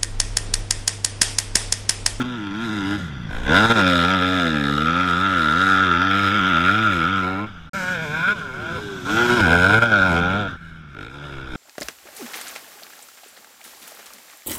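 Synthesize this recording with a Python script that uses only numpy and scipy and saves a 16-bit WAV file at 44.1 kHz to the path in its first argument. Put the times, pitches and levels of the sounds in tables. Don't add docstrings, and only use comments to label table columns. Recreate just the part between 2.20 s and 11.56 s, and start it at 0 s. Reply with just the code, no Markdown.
import sys
import numpy as np
from scipy import signal
from scipy.io import wavfile
from scipy.ndimage import uniform_filter1d

SR = 44100
rng = np.random.default_rng(int(sys.argv[2]) if len(sys.argv) > 2 else 0)


def ratio(d):
    e = np.asarray(d, float) / 20
    return 10 ** e


def store_pcm(level_fs):
    pcm = np.round(np.clip(level_fs, -1, 1) * 32767).astype(np.int16)
    wavfile.write(sys.argv[1], SR, np.atleast_2d(pcm).T)


N = 412769

# f/Hz, level/dB
BRAKING_PIPE = [(35, -39), (60, -10), (192, -4), (299, 1.5), (590, -25), (1150, -9), (1500, -50),
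                (2530, -120)]
PULLING_PIPE = [(35, -32), (60, -3.5), (281, -0.5), (484, -7.5), (866, -11.5), (1150, -2), (1500, -48),
                (2530, -120)]
SMALL_PIPE = [(65, -30), (110, -3), (189, 4), (305, -10.5), (475, -5.5), (739, -8.5), (848, -17), (1150, 2),
              (1500, -39), (2530, -120)]
JUMPING_PIPE = [(35, -33), (60, 2), (178, 2), (455, -6), (1150, -12), (1500, -44), (2530, -120)]
FAR_PIPE = [(29, -40), (50, 2), (147, 2.5), (210, -13), (279, -0.5), (372, 5), (672, -11.5), (932, -9),
            (1150, -4), (1500, -53), (2530, -120)]
LANDING_PIPE = [(35, -39), (60, -8), (125, -8.5), (240, -2.5), (365, 4), (590, -2), (1150, 5), (2530, -120)]
IDLING_PIPE = [(35, -33), (60, 3), (110, -2), (165, 6.5), (240, -13.5), (420, -12), (1150, -8),
               (2530, -120)]
TURNING_PIPE = [(35, -33), (60, -2.5), (281, 2), (370, -10.5), (484, -3.5), (800, -14), (1150, -18),
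                (2530, -120)]
# start t/s, pipe colour, rumble share (0 = none), brightness above 5 kHz level/dB,
# throb centre f/Hz, dip of the lowest rasp mode level/dB
STRETCHES = [(0, BRAKING_PIPE, 0.22, 9, 232, 4), (0.78, IDLING_PIPE, 0.56, 9, 156.2, 6),
             (1.1, PULLING_PIPE, 0.44, 10, 205.9, -5), (1.27, PULLING_PIPE, 0.16, 8, 210, -0.5),
             (1.619, TURNING_PIPE, 0.047, 5.5, 237.2, 4), (1.948, TURNING_PIPE, 0.043, -1, 247.1, 7),
             (2.3, TURNING_PIPE, 0.046, 0.5, 250, 3), (2.7, PULLING_PIPE, 0.086, 2.5, 214.8, 2),
             (3.9, PULLING_PIPE, 0.082, -6, 194.7, -3), (4.53, PULLING_PIPE, 0.085, -2, 194.8, 0),
             (5.03, PULLING_PIPE, 0.091, -7, 191.4, -12), (5.265, IDLING_PIPE, 0.43, -6, 146.3, 1),
             (5.5, SMALL_PIPE, 0.8, 0, 179.7, -10.5), (6.15, SMALL_PIPE, 1.8, 7, 190.6, -7),
             (6.6, BRAKING_PIPE, 1.32, 9, 291.5, 0), (6.87, LANDING_PIPE, 0.34, 12.5, 315.2, -5.5),
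             (7.21, JUMPING_PIPE, 0.27, 11, 174.9, -9.5), (8.001, JUMPING_PIPE, 0.35, 3, 174, -6.5),
             (8.28, JUMPING_PIPE, 1.2, 2, 165.9, -1), (8.366, IDLING_PIPE, 0.4, 2, 154.9, -10.5),
             (8.749, FAR_PIPE, 0.25, 1, 159.8, -10), (8.9, FAR_PIPE, 0.28, 5, 160.2, -5.5)]


def table(rows):
    s, *columns = np.transpose(rows)
    return [np.interp(np.arange(N) / SR, s, c) for c in columns]


def by_stretch(values):
    starts = [row[0] for row in STRETCHES]
    now = np.searchsorted(starts, np.arange(N) / SR, side="right") - 1
    return np.array(values)[now]


def swells(rows):
    t = np.arange(N) / SR
    total = 0
    for s, height, coming, going in rows:
        distance = np.maximum((s - t) / coming, (t - s) / going)
        total = total + height * np.cos(np.pi / 2 * np.clip(distance, 0, 1)) ** 2
    return total


def between(t0, t1, edge_s):
    t = np.arange(N) / SR
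    return np.clip(np.minimum(t - t0, t1 - t) / edge_s, 0, 1)


def drift(rate):
    knots_per_s = 80
    knots = rng.standard_normal(int(N / SR * knots_per_s) + 2)
    slow = uniform_filter1d(knots, size=max(1, round(40 / rate)))
    return np.interp(np.arange(N) / SR * knots_per_s, np.arange(len(knots)), slow / slow.std())


def level(x, over_s=0.14):
    return x / np.sqrt(uniform_filter1d(x ** 2, size=int(over_s * SR)) + 1e-12)


def band(x, low_hz, high_hz, order=2):
    return signal.sosfilt(signal.butter(order, [low_hz, high_hz], "band", fs=SR, output="sos"), x)


def resonances(x, modes, wander_db):
    out = 0
    for k, (hz, width, db) in enumerate(modes):
        r = np.exp(-np.pi * width / SR)
        ring = signal.lfilter([1, 0, -1], [1, -2 * r * np.cos(2 * np.pi * hz / SR), r * r], x)
        gain = ratio(db + wander_db * min(1, 4500 / hz) * drift(3))
        out = out + (-1) ** k * gain * (1 - r * r) / 2 * ring
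    return out


def wind():
    # peak t/s, level/dB, coming t/s, going t/s
    gusts = [
        (0, 6, .1, 0.27),
        (1.15, 22.5, 0.18, 0.55),
        (5.37, 6, 0.27, 0.26),
        (7.2, 5, .5, 0.23),
        (8.03, 10, 0.39, 0.72),
        (9.22, 14, 0.21, 0.51),
    ]
    steady_db = -50.5
    rumble = band(rng.standard_normal(N), 3.1, 45)
    return ratio(steady_db + swells(gusts) + 2.5 * drift(8)) * rumble / rumble.std()


def spray():
    # t/s, level/dB
    sand = [(5.535, -44), (5.707, -44), (5.785, -52), (5.85, -48.5), (6.13, -55), (6.2, -63), (6.6, -56.5),
            (6.85, -52), (6.92, -40), (7.1, -41), (7.25, -48)]
    modes = [(5360, 2200, 9), (8300, 1460, -2), (11300, 1000, -11), (13800, 900, -6)]   # f/Hz, width/Hz, level/dB
    hiss = resonances(rng.standard_normal(N), modes, wander_db=1.5)
    return ratio(table(sand)[0] + 2.0) * level(hiss) * between(5.5, 7.3, 0.023)


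def engine_overtone():
    # t/s, f/Hz, level/dB
    hum = [
        (6.14, 444.3, -47),
        (6.454, 346, -39.5),
        (6.49, 334, -43),
        (6.54, 371.7, -40),
        (6.598, 423, -37),
        (6.71, 397.2, -32.5),
        (6.87, 348.4, -43),
    ]
    hz, db = table(hum)
    tone = np.sin(2 * np.pi * np.cumsum(hz) / SR)
    return np.sqrt(2) * ratio(db) * tone * between(hum[0][0], hum[-1][0], 0.022)


def riding():
    # t/s, firing rate f/Hz, throb level/dB, exhaust aim (blast over throb) level/dB
    nearing = [(0, 134, -20, -9), (.025, 120, -21, -4), (.033, 104, -34.5, -2), (.042, 128, -26.5, -11),
               (.134, 122, -29, -6.5), (.296, 95.4, -29, -8.5), (.432, 119, -26.5, -5),
               (.636, 95, -24.5, -7.5), (.755, 104, -22.5, -6.5), (.775, 100, -27, -8)]
    braking = [(.8, 92.7, -28, -8.5), (0.902, 72.46, -31, -10), (1.078, 49.86, -30.5, -14),
               (1.119, 51.6, -37, 2), (1.247, 63.93, -34.5, -1), (1.268, 68.02, -31, -1.5)]
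    passing = [(1.3, 75.2, -18.5, 1), (1.394, 104.9, -19, 5), (1.448, 111.8, -18, 3.5),
               (1.509, 117.2, -17.5, 2.3), (1.545, 115.1, -19.5, 2.77), (1.62, 95.8, -20, 2.3)]
    pulling = [(1.67, 95.76, -18.5, -0.5), (1.899, 94.7, -22.5, 3.5), (2.4, 95, -21.5, -4.5),
               (2.699, 95.06, -23.5, 3.5), (3.0, 95.33, -25.5, 6), (3.6, 95.1, -24.5, 8.5),
               (3.899, 94.7, -24, 5), (4.6, 95.1, -23.5, 4.5), (5.0, 94.75, -26, 4.5)]
    cresting = [(5.245, 94.9, -27.5, -5.5), (5.27, 94.6, -36.5, -3), (5.33, 92.4, -40.5, -4),
                (5.381, 83.9, -41.5, -2), (5.5, 77.3, -44, -5)]
    small_burst = [(5.536, 202, -37.5, 6), (5.549, 199.7, -33, 6.5), (5.627, 180.2, -33, 6),
                   (5.719, 184.7, -32.5, 8), (5.88, 144, -32, -1), (6.019, 168.1, -31, 7.5),
                   (6.06, 188, -36, 18.5), (6.08, 198.2, -30, 13), (6.105, 210.6, -30.5, 14.5),
                   (6.129, 211.3, -31, 10), (6.14, 209.2, -36.5, -1)]
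    small_fading = [(6.2, 161.2, -37, 7.5), (6.309, 123.6, -39.5, 5.7), (6.429, 157.6, -35, 4.2),
                    (6.549, 172.2, -32.5, 3.6), (6.59, 165.4, -32, 0.91)]
    landing = [(6.601, 104.4, -34.5, -3.5), (6.711, 100.4, -36, 0), (6.84, 87.5, -35.5, -2),
               (6.899, 101, -24, 1.5), (7.0, 119, -21.5, 3.5), (7.16, 122.4, -16.5, -1.5),
               (7.21, 104.2, -17.5, 0.5), (7.27, 77.57, -19.5, 4.5)]
    leaving = [(7.33, 86.05, -18.5, 3.5), (7.43, 89.87, -21, 6), (7.56, 111.2, -19, 5.5),
               (7.65, 118.9, -20, 6), (7.8, 94.3, -24, 6.5), (7.95, 82.55, -20.5, -1),
               (8.081, 90.7, -24, 2.5), (8.201, 106.3, -23.5, -2), (8.265, 94.4, -28.5, 0.5)]
    coasting = [(8.29, 89.9, -34, 2), (8.35, 84.7, -37, 1.5), (8.38, 83.5, -40.5, 0),
                (8.599, 80.2, -40, -6.5), (8.74, 65.7, -41.5, -6)]
    far_bike = [(8.75, 45.78, -42.5, 4), (8.817, 48.97, -37, 0), (8.908, 67.05, -43, 0.5),
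                (8.954, 71.8, -39, -2.5), (9.068, 72.4, -36, -2.5), (9.152, 67.7, -36, -3),
                (9.297, 65.2, -38.5, 0.5), (9.36, 59.25, -29.5, -7)]
    # peak t/s, firing rate gained f/Hz, coming t/s, going t/s
    grip = [(.19, -6, 0.033, .09), (.49, -6, 0.047, 0.04), (1.822, -9.5, 0.3, 0.097),
            (2.01, -4.5, 0.075, 0.17), (2.457, -24.5, .385, 0.48), (2.934, -9, 0.13, 0.11),
            (3.05, 2.5, 0.048, 0.059), (3.275, -20.5, 0.19, 0.16), (3.747, -10, 0.14, 0.11),
            (4.03, 5, 0.22, 0.078), (4.145, 10, 0.071, 0.097), (4.22, -4, 0.041, 0.072),
            (4.346, -13, 0.056, 0.17), (4.611, 15.5, .16, 0.14), (4.82, -14.5, 0.14, 0.086),
            (4.93, 2.5, 0.034, 0.047), (5.046, -4, 0.048, 0.094), (5.255, 12, 0.12, 0.078),
            (5.78, -7, 0.044, 0.04), (5.835, 5, 0.029, 0.033), (7.86, 4, 0.052, 0.054)]
    flywheel_s = .04
    rate, throb_db, aim_db = table(np.vstack([nearing, braking, passing, pulling, cresting, small_burst,
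                                              small_fading, landing, leaving, coasting, far_bike]))
    rate = uniform_filter1d(rate, size=int(flywheel_s * SR)) + swells(grip)
    return rate, throb_db, aim_db


def orders(turns, rate, centre, strength, rumble_share):
    throb_width_octaves = 1.51
    throb, growl = np.zeros(N), np.zeros(N)
    cuts = [round(row[0] * SR) for row in STRETCHES] + [N]
    for order in range(1, 21):
        hz = order * rate
        colour = []
        for a, b, row in zip(cuts, cuts[1:], STRETCHES):
            pipe_hz, pipe_db = np.transpose(row[1])
            colour.append(np.interp(np.log(hz[a:b]), np.log(pipe_hz), pipe_db))
        low = np.clip((430 - hz) / 60, 0, 1)
        db = np.concatenate(colour) + (1.6 + 2.4 * (1 - low)) * drift(4)
        lag = low * hz * 0.00568
        phase = 2 * np.pi * (order * turns - lag) + .4 * rng.standard_normal() - .15 * order
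        tone = -ratio(db) * np.cos(phase)
        growl += (1 - low) * tone * np.clip((1150 - hz) / 150, 0, 1)
        if low.any():
            hump = np.exp(-.5 * (np.log2(hz / centre) / throb_width_octaves) ** 2)
            throb += low * tone * hump / np.sqrt(1 + (hz / 345) ** 16)
    rumble = level(band(rng.standard_normal(N), 86, 232))
    throb = level(level(throb) + rumble_share * rumble)
    return throb, level(growl * uniform_filter1d(strength, size=120))


def blasts(turns, strength, ragged, swell_ms, fade_ms, click):
    # delay t/ms, gain (1 = as loud)
    echoes = [
        (3.7, 0.77),
        (7.9, 0.39),
    ]
    fired = strength * (np.diff(np.floor(turns), prepend=0) > 0)
    ms = np.arange(500) / SR * 1000
    shape = (1 - np.exp(-ms / swell_ms)) ** 2 * np.exp(-ms / fade_ms)
    puffs = rng.standard_normal((3, 500)) * shape / np.linalg.norm(shape)
    puffs[0, np.argmax(shape)] -= click
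    same = sum(signal.oaconvolve(fired * (1 + .5 * drift(2)), puff)[:N] for puff in puffs)
    echoed = sum(gain * np.roll(same, int(lag_ms * SR / 1000)) for lag_ms, gain in echoes)
    same = same + ragged * echoed
    fresh = signal.oaconvolve(fired, shape)[:N] * rng.standard_normal(N)
    steady = rng.standard_normal(N)
    fresh = level(level(fresh) + 2.6 * ragged * steady)
    return np.sqrt(1 - ragged) * level(same), np.sqrt(ragged) * fresh


def bursts(turns, rate, strength, hz, swell_ms):
    pitch_scatter = .012
    firing, out = turns.astype(int), 0
    starts = np.searchsorted(firing, np.arange(firing[-1] + 1))
    pitch = hz[starts] * (1 + pitch_scatter * rng.standard_normal(1200)[:len(starts)])
    late = turns[starts] % 1 / rate[starts]
    for back in range(2):
        k = np.maximum(firing - back, 0)
        age = (np.arange(N) - starts[k]) / SR + late[k]
        swell = (age * 1000) ** 4 * np.exp(-age * 1000 / swell_ms)
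        out = out - strength[starts][k] * swell * np.sin(2 * np.pi * pitch[k] * age)
    return level(out)


def bark_modes(turns, rate, strength, ragged, fresh):
    # t/s, centre f/Hz, spread f/Hz, upper modes level/dB
    bearing = [(0.0, 1363, 119, -9), (0.63, 1397, 118, -5), (0.73, 1390, 117, -1), (1.27, 1510, 150.1, -3),
               (1.4, 1390, 139.8, -9.5), (1.62, 1390, 130, -5.5), (1.75, 1355, 110, -9.5),
               (2.11, 1330, 109.8, -5), (2.28, 1360, 119.9, -1), (2.42, 1320, 109, 4),
               (2.58, 1322, 110.6, -14), (3.2, 1359, 109.6, -10.5), (3.6, 1361, 109.8, -9),
               (4.0, 1343, 109.9, -8.5), (4.6, 1361, 110.3, -14.5), (5.37, 1349, 120, -17),
               (5.55, 1418, 120, -8), (5.78, 1500, 122, -4), (6.1, 1472, 122.1, -19),
               (6.57, 1421, 121.1, -14), (6.67, 1543, 120, -14), (6.8, 1441, 123, -17),
               (7.1, 1430, 130.2, -14), (7.32, 1493, 109.8, -12), (7.7, 1453, 110, -26),
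               (8.26, 1387, 121.1, -12), (8.45, 1506, 119.6, -15), (8.65, 1420, 120.6, -9),
               (9.36, 1413, 120.3, -12)]
    # f/Hz, width f/Hz, level/dB
    upper_bark = [
        (1700, 170, -3.5),
        (1620, 140, -31),
    ]
    bark_hz = [1298, 1320, 1390, 1452, 1470, 1613]
    bark_width_hz, upper_hz = 82, 1681
    burst_ms, upper_burst_ms = 1.0, .85
    after_ms, after_gain = 4.99, 0.13
    centre, spread, upper_db = table(bearing)
    clean = bursts(turns, rate, strength, centre, burst_ms)
    upper = bursts(turns, rate, strength, np.full(N, upper_hz), upper_burst_ms)
    clean = clean + ratio(upper_db) * upper
    clean = level(clean + after_gain * np.roll(clean, int(after_ms * SR / 1000)))
    low = 0
    for k, hz in enumerate(bark_hz):
        ring = resonances(fresh, [(hz, bark_width_hz, 0)], wander_db=1.5)
        low = low + (-1) ** k * np.exp(-.5 * ((hz - centre) / spread) ** 2) * ring
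    stirred = level(low + ratio(upper_db) * resonances(fresh, upper_bark, wander_db=5.0))
    return level(band(np.sqrt(1 - ragged) * clean + ragged * stirred, 1175, 1760, order=3))


def rasp_modes(turns, rate, strength, ragged, bright_db, deep_db):
    # f/Hz, width f/Hz, level/dB
    case_modes = [(2189, 154, 10), (2800, 398, 6), (2890, 112, 10.5), (3330, 223, 10.5), (3673, 237, 8.5),
                  (4350, 620, -11), (4893, 215, 0), (5610, 460, -7), (6210, 780, -8), (7080, 410, -18.5),
                  (7420, 210, -17.5), (9400, 200, -20.5), (10560, 270, -19.5), (12200, 6100, -28.5)]
    # f/Hz, width f/Hz, level/dB
    side_modes = [(2014, 126, 0)], [(3590, 260, 0)]
    # t/s, lower mode level/dB, upper mode level/dB (over the rasp)
    flank = [(0, -7, -24), (.7, -2.5, -17), (1.2, -2, -21), (1.6, -8, -3.5), (2.2, -6, -5), (2.5, -5, -8.5),
             (3.4, -3.5, -11), (3.9, -7.5, -19), (4.4, -5, -21), (4.6, -7.5, -13), (5.2, -8, -24),
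             (5.6, -15, -22), (6.1, -12, -15), (6.3, -19, -18), (7.0, -5, -8), (7.4, -22, -10),
             (8.2, -20, -11), (9.36, -12, -18)]
    crack_rise_ms, crack_ms = .6, 2.3
    whine_hz, whine_db, whine_ms = 2273, -7, 0.41
    same, fresh = blasts(turns, strength, ragged, crack_rise_ms, crack_ms, click=0.16)
    puff = .85 * band(same, 1000, 5200) + 1.1 * fresh
    lowest = ratio(-.95 * deep_db) * resonances(puff, case_modes[:1], wander_db=3.0)
    rasp = lowest - resonances(puff, case_modes[1:], wander_db=2.0)
    leak = band(np.roll(fresh, shift=50), 4000, 6800)
    rasp = band(rasp, 1450, 20000) + ratio(-19) * leak
    rasp = level(rasp + (ratio(bright_db) - 1) * band(rasp, 5100, 13600, order=1))
    whine = bursts(turns, rate, strength, np.full(N, whine_hz), whine_ms)
    rasp = rasp + ratio(whine_db - 0.58 * deep_db) * (1 - ragged) ** 2 * whine
    for db, mode in zip(table(flank), side_modes):
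        rasp = rasp + ratio(db) * level(resonances(puff, mode, wander_db=4.0))
    return rasp


def engines():
    # from t/s, to t/s, depth level/dB
    misfires = [
        (1.461, 1.498, -7.5),
        (1.526, 1.558, -6.5),
        (7.07, 7.098, -4.5),
        (7.148, 7.198, -3.5),
        (7.592, 7.622, -8),
        (7.641, 7.716, -5),
        (8.36, 8.408, -4.5),
    ]
    # peak t/s, level/dB, coming t/s, going t/s
    surges = [(1.336, 2, 0.037, 0.038), (2.08, -2, 0.04, .05), (2.24, 2, 0.066, .06),
              (2.68, 1, 0.052, 0.084), (3.5, 2, 0.098, 0.097), (4.35, 2.5, 0.048, 0.072),
              (4.495, 7.5, 0.041, 0.023), (4.58, -1, 0.049, .05), (4.66, 4, .04, .05),
              (4.74, -3, .03, 0.065), (4.86, 1.5, 0.039, .05), (5.7, 2.5, 0.033, .05),
              (5.95, 4.5, 0.035, .04), (7.3, -3, 0.041, 0.042), (7.74, 5, 0.029, .03),
              (7.83, 3.5, 0.058, 0.069), (8.82, 0, 0.071, 0.044)]
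    # growl level/dB, rasp level/dB
    blend = [(-12.5, -9), (-17.5, -10.5), (-2.5, -6), (-3, -6), (-6, -5.5), (-7, -6.5), (-11, -9.5),
             (-9.5, -8.5), (-10, -5.5), (-11, -7.5), (-5.5, -9.5), (-12, -7.5), (-2, -5.5), (-3.5, -7),
             (-8.5, -6), (-6.5, -7.5), (-3, -9.5), (-4.5, -9.5), (-11.5, -9.5), (-19.5, -11), (-7.5, -6),
             (-7.5, -7)]
    raggedness = [.38, .85, .5, .3, .23, .24, .28, .32, .32, .34, .36, .9, .24, .44, .9, .46, .29, .33, .85,
                  .85, .36, .6]
    swell_ms, ring_ms = 1.9, 1.2
    growl_follows_aim, rasp_follows_aim = 0.12, 0.44
    rate, throb_db, aim_db = riding()
    rumble_share, bright_db, centre, deep_db = by_stretch([row[2:] for row in STRETCHES]).T
    growl_db, rasp_db = by_stretch(blend).T
    growl_db = growl_db + throb_db + growl_follows_aim * aim_db
    rasp_db = rasp_db + throb_db + rasp_follows_aim * aim_db
    bark_db = throb_db + aim_db + swells(surges)
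    cut_db = sum(db * between(t0, t1, 0.00097) for t0, t1, db in misfires)
    ragged = np.clip(by_stretch(raggedness) - 0.016 * cut_db, .02, .98)
    turns = np.cumsum(rate * (1 + .003 * drift(30))) / SR
    strength = ratio(1.24 * rng.standard_normal(1200)[turns.astype(int)])
    throb, growl = orders(turns, rate, centre, strength, rumble_share)
    _, fresh = blasts(turns, strength, ragged, swell_ms, ring_ms, click=2.16)
    breath = level(band(fresh, 380, 1200))
    growl = level(np.sqrt(1 - ragged) * growl + .7 * ragged * breath)
    bark = bark_modes(turns, rate, strength, ragged, fresh)
    rasp = rasp_modes(turns, rate, strength, ragged, bright_db, deep_db)
    mix = ratio(throb_db) * throb + ratio(growl_db) * growl + ratio(bark_db) * bark + ratio(rasp_db) * rasp
    return ratio(cut_db) * mix


def scene():
    return (wind() + spray() + engine_overtone() + engines())[None]


def band_limit(x):
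    return signal.sosfilt(signal.butter(12, 15520, fs=SR, output="sos"), x)


def record(dry):
    x = signal.sosfilt(signal.cheby2(10, 50, 15650, fs=SR, output="sos"), dry)
    silence = between(5.493, 5.535, 0.0024)
    x = 1.073 * np.tanh(x / 1.14) * (1 - silence)
    return band_limit(x)


dry = scene()
out = record(dry)
store_pcm(out)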